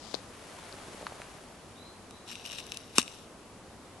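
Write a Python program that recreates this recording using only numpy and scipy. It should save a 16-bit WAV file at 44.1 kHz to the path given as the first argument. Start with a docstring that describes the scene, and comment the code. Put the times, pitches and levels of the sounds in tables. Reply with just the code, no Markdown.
"""A finger brushes the left microphone over the low, steady air of a frozen forest pond.
A sleeve rustles close by, with soft knocks and dry taps of the hand, and a small bird whistles twice
from the trees. Then something brittle right by the microphones, thin ice or hard plastic, sticks and
slips in a rough creak, ticks and cracks sharply; every slip and snap rings the same surface."""
import sys
import numpy as np
from scipy import signal
from scipy.fft import rfft, irfft
from scipy.io import wavfile
from scipy.ndimage import uniform_filter1d

SR = 44100
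rng = np.random.default_rng(int(sys.argv[2]) if len(sys.argv) > 2 else 0)


def master(y):
    """Save y as 16-bit WAV."""
    cut = np.clip(np.atleast_2d(y).T, -1, 1)
    pcm = np.round(cut * 32767)  # scale
    wavfile.write(sys.argv[1], SR, pcm.astype(np.int16))


N = 176400

# Ring of the brittle surface. Each row: frequency in Hz, relative level in dB, 60 dB decay in seconds.
SURFACE_MODES = [(1230, 0, 0.0016), (2636, -2.5, 0.0072), (2880, -.5, 0.0086), (3760, 4.5, 0.0045),
                 (4700, -8.5, 0.0071), (5550, 2.5, 0.0043), (6230, -3.5, 0.0037), (7450, -9, 0.0067),
                 (8480, -3.5, 0.005), (10220, -3.5, 0.002), (11400, -5.5, 0.0042)]
# Its deep flexing as it gives way. Each row: frequency in Hz, level in dB, 60 dB decay in seconds.
FLEX_MODES = [(247, -31, 0.083), (347, -7, 0.0065), (1125, -7.5, 0.0089)]
# Course of the creak. Each row: time in seconds, drive in dB.
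CREAK_LEVEL = [(2.26, -60), (2.28, -44.5), (2.325, -42), (2.345, -50), (2.44, -52), (2.456, -40.5),
               (2.49, -44), (2.6, -44), (2.62, -53), (2.74, -49.5), (2.86, -59), (2.95, -55), (3.04, -58),
               (3.12, -52), (3.25, -61)]
# Splintering around the crack. Each row: time in seconds, drive in dB.
SPLINTER_LEVEL = [(2.952, -51), (2.962, -40), (2.981, -40), (2.986, -34), (2.993, -28), (3.0, -36),
                  (3.025, -53), (3.05, -70)]
# Small snaps. Each row: start in seconds, relative drive in dB, treble tilt in dB per octave.
SURFACE_SNAPS = [(2.109, -35.5, 1), (2.355, -27.5, -6), (2.453, -27, -6), (2.519, -27, -1),
                 (2.585, -24, -6), (2.602, -28, -6), (2.667, -33, 3), (2.72, -19, -4), (2.745, -32, 3),
                 (2.772, -21.5, 2), (3.0163, -21, -2), (3.079, -27, -6)]
# Colour of the crack. Each row: frequency in Hz, relative level in dB.
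CRACK_SPECTRUM = [(700, -11), (1200, -2), (1650, -12), (2200, 0), (3100, 0), (3800, -10), (4800, 0),
                  (6500, -1.5), (8200, 5.5), (10000, -5.5)]
# Soft knocks of the hand. Each row: start in seconds, level in dB, pitch in Hz.
HAND_KNOCKS = [(.741, -31.5, 480), (.884, -31, 450), (.947, -32, 420), (1.012, -29.5, 590),
               (1.029, -28, 596), (1.122, -29.5, 744), (1.201, -31.5, 650)]
# Dry taps. Each row: start in seconds, left peak in dB, centre in Hz, width in octaves,
# left minus right in dB.
HAND_TAPS = [(0.1407, -24, 2000, 1.1, 20), (0.1429, -17, 470, 0.65, 39), (0.1434, -15.5, 4150, 0.17, 27),
             (.1498, -19.5, 4500, 0.28, 22), (0.726, -31, 4400, 0.24, 11), (1.0675, -20.7, 1110, 0.55, 1),
             (1.0677, -32, 4000, .3, 1), (1.0714, -30, 1700, .65, 1), (1.218, -28.5, 1700, .7, 2)]
# Course of the sleeve's rustle. Each row: time in seconds, level in dB.
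SLEEVE_LEVEL = [(.15, -56), (.55, -49), (1.02, -48.5), (1.35, -52), (1.55, -59), (2.1, -65)]
# Colour of the cloth. Each row: frequency in Hz, relative level in dB.
SLEEVE_SPECTRUM = [(120, -20), (280, -12), (550, 0.5), (1500, -4.5), (4500, -12), (11000, -15.5)]
# Course of the finger's brush. Each row: time in seconds, level before panning in dB.
FINGER_LEVEL = [(0, -60), (.025, -55), (.15, -54), (.26, -70)]
# Colour of skin on the microphone. Each row: frequency in Hz, relative level in dB.
FINGER_SPECTRUM = [(300, -15), (700, 5), (1500, -4.5), (2700, -5), (3500, 1), (4700, 2.5), (7000, -3.5),
                   (11000, -17.5)]
# Bird calls. Each row: start in seconds, length in seconds, relative level in dB, starting pitch in Hz.
BIRD_CALLS = [(1.748, .19, -55, 3560), (2.1, .11, -58, 3620)]
# Colour of the forest air. Each row: frequency in Hz, relative level in dB.
AIR_SPECTRUM = [(20, -14), (55, -2.5), (130, -4), (230, -.5), (450, -4), (1100, -8.7), (1700, -15),
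                (3500, -18.5), (11400, -23.5)]
# How alike the air is at the two microphones. Each row: frequency in Hz, likeness from 0 to 1.
AIR_LIKENESS = [(100, 0.94), (1200, 0.84), (4000, 0.23)]
# Far rumble. Each row: centre in Hz, width in Hz, level in dB.
RUMBLE_BANDS = [(97.9, 10, -68)]

CRACK_S, FRACTURE_LIKENESS = 2.9828, 0.6
HIT_SAMPLES = 2048
HIT_T, HIT_HZ = np.arange(HIT_SAMPLES) / SR, np.fft.rfftfreq(HIT_SAMPLES, 1 / SR)


def brittle_surface():
    """Close by, a little left: slips and fractures ring one surface, which flexes as it cracks."""
    modes = np.array([decay(db, t60) * np.cos(2 * np.pi * hz * HIT_T) for hz, db, t60 in SURFACE_MODES])
    modes /= np.linalg.norm(modes)
    out = creak(modes) + convolve(splinters() + snaps() + crack(), modes.sum(0))
    out = highpass(out * pan(left_db=5), hz=600, order=2)
    flex = sum(decay(db, t60) * np.sin(2 * np.pi * hz * HIT_T) for hz, db, t60 in FLEX_MODES)
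    add(out, CRACK_S + 0.00065, flex * pan(left_db=1))
    out = highpass(out, hz=190, order=4)
    return out + amp(-23) * forest_echoes(out, t60=0.73)


def creak(modes, grip_db=2.2, attack_s=0.00036):
    """Stick-slip rings the surface; the contact shifts, so each mode swells and fades by itself."""
    drive = level(CREAK_LEVEL) * unit(slips(per_s=4000, spread_db=2)[0])
    out = np.zeros((2, N))
    for mode in modes:
        scatter = stereo(rng.standard_normal((2, N)), likeness=0.54)
        ring = mode * (1 - np.exp(-HIT_T / attack_s))
        ring *= np.linalg.norm(mode) / np.linalg.norm(ring)
        grip = amp(grip_db * wander(N, smooth_samples=500) - grip_db / 2)
        out += convolve(grip * drive * scatter, ring)
    return out


def crack(second_break_s=0.001081, second_break_db=-4.5):
    """The surface breaks twice in quick succession, heard as one sharp crack."""
    fracture = burst(0.00045, FRACTURE_LIKENESS)
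    snap = 2 * amp(0.5) * convolve(fracture, click(read(CRACK_SPECTRUM, HIT_HZ)))
    drive = np.zeros((2, N))
    add(drive, CRACK_S, snap)
    add(drive, CRACK_S + second_break_s, amp(second_break_db) * snap)
    return drive


def snaps():
    """Single ticks, too small to move the lowest mode much."""
    octaves = np.log2(np.maximum(HIT_HZ, 2500) / 4500)
    thin_db = read([(1400, -13), (2500, 0)], HIT_HZ)
    drive = np.zeros((2, N))
    for start, db, tilt_db in SURFACE_SNAPS:
        snap = convolve(burst(0.0007, FRACTURE_LIKENESS), click(thin_db + tilt_db * octaves))
        add(drive, start, 2 * amp(db) * snap)
    return drive


def splinters():
    """A spray of tiny fractures with a flat spectrum, just before and after the crack."""
    grains = slips(per_s=10000, spread_db=2.5)
    return level(SPLINTER_LEVEL) * coloured(grains, [(1, 0)], FRACTURE_LIKENESS)


def hand(skirt_db=12.5):
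    """The hand knocks and taps the camera that carries the microphones: damped tones and dry clicks."""
    out = np.zeros((2, N))
    for start, db, hz in HAND_KNOCKS:
        add(out, start, decay(db, t60=0.0095) * np.sin(2 * np.pi * hz * HIT_T))
    for start, db, centre, octaves, left_db in HAND_TAPS:
        off_centre = np.log2((HIT_HZ + 1) / centre) / octaves
        band_db = -skirt_db * np.log1p(off_centre ** 2 / 2)
        tap = convolve(burst(0.00057, likeness=0.86), click(band_db))
        add(out, start, amp(db) * tap / abs(tap).max() * amp([[0], [-left_db]]))
    return out + amp(-17) * forest_echoes(out, t60=0.086)


def sleeve():
    """Cloth rubs in fine grains close to the microphones."""
    rustle = coloured(slips(per_s=9000, spread_db=1), SLEEVE_SPECTRUM, likeness=0.62)
    return level(SLEEVE_LEVEL) * rustle * pan(left_db=2)


def finger():
    """Skin rubs in rougher grains right on the left microphone."""
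    brush = coloured(slips(per_s=9000, spread_db=3), FINGER_SPECTRUM, likeness=0.71)
    return level(FINGER_LEVEL) * brush * pan(left_db=16)


def bird(top_hz=4140, rise_s=0.045, waver=0.0092, attack_s=0.017):
    """Off in the trees, thin whistles rise and level off, smeared by echoes from the trunks."""
    out, t = np.zeros((2, N)), np.arange(SR // 2) / SR
    for start, length, db, from_hz in BIRD_CALLS:
        hz = top_hz + (from_hz - top_hz) * np.exp(-t / rise_s)
        hz *= 1 + waver * wander(len(t), smooth_samples=200)
        shape = np.clip(t / attack_s, 0, 1) * np.clip(2 * (length - t) / length, 0, 1)
        add(out, start, shape * amp(db) * np.sin(2 * np.pi * np.cumsum(hz) / SR))
    return 0.3 * out + forest_echoes(out, t60=0.6)


def forest_air(patch_db=0.61):
    """Distant forest noise with faint drifting patches, over a narrow far rumble."""
    hz = np.fft.rfftfreq(N, 1 / SR)
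    frames = signal.stft(rng.standard_normal((2, N)), nperseg=512)[2]
    patches = uniform_filter1d(rng.standard_normal(frames.shape[1:]), size=8, axis=0)
    patches = unit(uniform_filter1d(patches, size=14, axis=1))
    noise = signal.istft(frames * amp(patch_db * patches), nperseg=512)[1][:, :N]
    out = amp(-50.5) * coloured(noise, AIR_SPECTRUM, read(AIR_LIKENESS, hz))
    for centre, width, db in RUMBLE_BANDS:
        band = rfft(rng.standard_normal(N)) / (1 + (2 * (hz - centre) / width) ** 2)
        out += amp(db) * unit(irfft(band, N))
    return out * pan(left_db=0.76)


def forest_echoes(x, t60, per_s=4000):
    """Sparse echoes from the ground and the trees, falling 60 dB in t60 seconds."""
    t = np.arange(SR) / SR
    signs = np.sign(rng.standard_normal((2, SR)))
    echoes = signs * (rng.random((2, SR)) < per_s / SR) * amp(-60 * t / t60)
    return signal.fftconvolve(x, echoes / np.linalg.norm(echoes[0]), axes=1)[:, :N]


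def slips(per_s, spread_db):
    """Two trains of tiny slips at the same random moments, a few of them large."""
    size = amp(spread_db * np.minimum(rng.exponential(1, N), 4))
    return size * (rng.random(N) < per_s / SR) * rng.standard_normal((2, N))


def burst(length_s, likeness):
    """A short cluster of fractures with an even spectrum, in two channels."""
    x = stereo(rng.standard_normal((2, HIT_SAMPLES)), likeness)
    window = np.exp(-HIT_T / length_s)
    for _ in range(4):  # shorten, then flatten the spectrum
        spectrum = rfft(x * window)
        x = irfft(spectrum / (abs(spectrum) + 1e-12))
        window = HIT_T < 3 * length_s
    return x


def click(gain_db):
    """The tightest click with a given spectrum (minimum phase)."""
    cepstrum = irfft(np.log(amp(np.maximum(gain_db, -100))))
    half = len(cepstrum) // 2
    folded = np.r_[cepstrum[0], 2 * cepstrum[1:half], np.zeros(half)]
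    return irfft(np.exp(rfft(folded)))


def coloured(pair, spectrum, likeness):
    """Gives two unrelated signals a spectrum and a left-right likeness, at rms 1."""
    gain = amp(read(spectrum, np.fft.rfftfreq(N, 1 / SR)))
    return unit(irfft(stereo(rfft(pair), likeness) * gain, N))


def stereo(pair, likeness):
    """Blends two unrelated signals into partly alike left and right channels."""
    left, other = pair
    return np.array([left, likeness * left + np.sqrt(1 - likeness ** 2) * other])


def wander(samples, smooth_samples):
    """Smooth random drift at rms 1."""
    return unit(uniform_filter1d(rng.standard_normal(samples), size=smooth_samples))


def decay(db, t60):
    """Envelope of a ring that falls 60 dB in t60 seconds."""
    return amp(db - 60 * HIT_T / t60)


def convolve(x, response):
    """Passes both channels through one impulse response."""
    return signal.oaconvolve(x, response[None], axes=1)[:, :N]


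def highpass(x, hz, order):
    """Rolls off the bass."""
    return signal.sosfilt(signal.butter(order, hz, "high", fs=SR, output="sos"), x)


def amp(db):
    """Decibels to gain."""
    return 10 ** (np.asarray(db) / 20)


def unit(x):
    """Scales to rms 1."""
    return x / np.sqrt(np.mean(x ** 2) + 1e-20)


def read(points, hz):
    """Reads a table on a log-frequency axis."""
    point_hz, value = np.transpose(points)
    return np.interp(np.log(hz + 1), np.log(point_hz + 1), value)


def level(points):
    """Gain over time from a level curve, silent outside it."""
    seconds, db = np.transpose(points)
    return amp(np.interp(np.arange(N) / SR, seconds, db, left=-np.inf, right=-np.inf))


def pan(left_db):
    """Channel gains with the left louder by left_db."""
    return amp([[left_db / 2], [-left_db / 2]])


def add(mix, start_s, sound):
    """Mixes a sound in at a time."""
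    part = mix[:, max(round(start_s * SR), 0):][:, :sound.shape[-1]]
    part += sound[..., :part.shape[1]]


def scene():
    """The pond as it reaches the two microphones."""
    return forest_air() + hand() + sleeve() + finger() + bird() + brittle_surface()


def record(dry):
    """Peaks clip at the overload ceiling, then the treble is cut above 11.5 kHz."""
    lowpass = signal.firwin(1001, 11500, window=("kaiser", 8), fs=SR)
    return signal.oaconvolve(np.clip(dry, -0.72, 0.72), lowpass[None], "same")


dry = scene()
out = record(dry)
master(out)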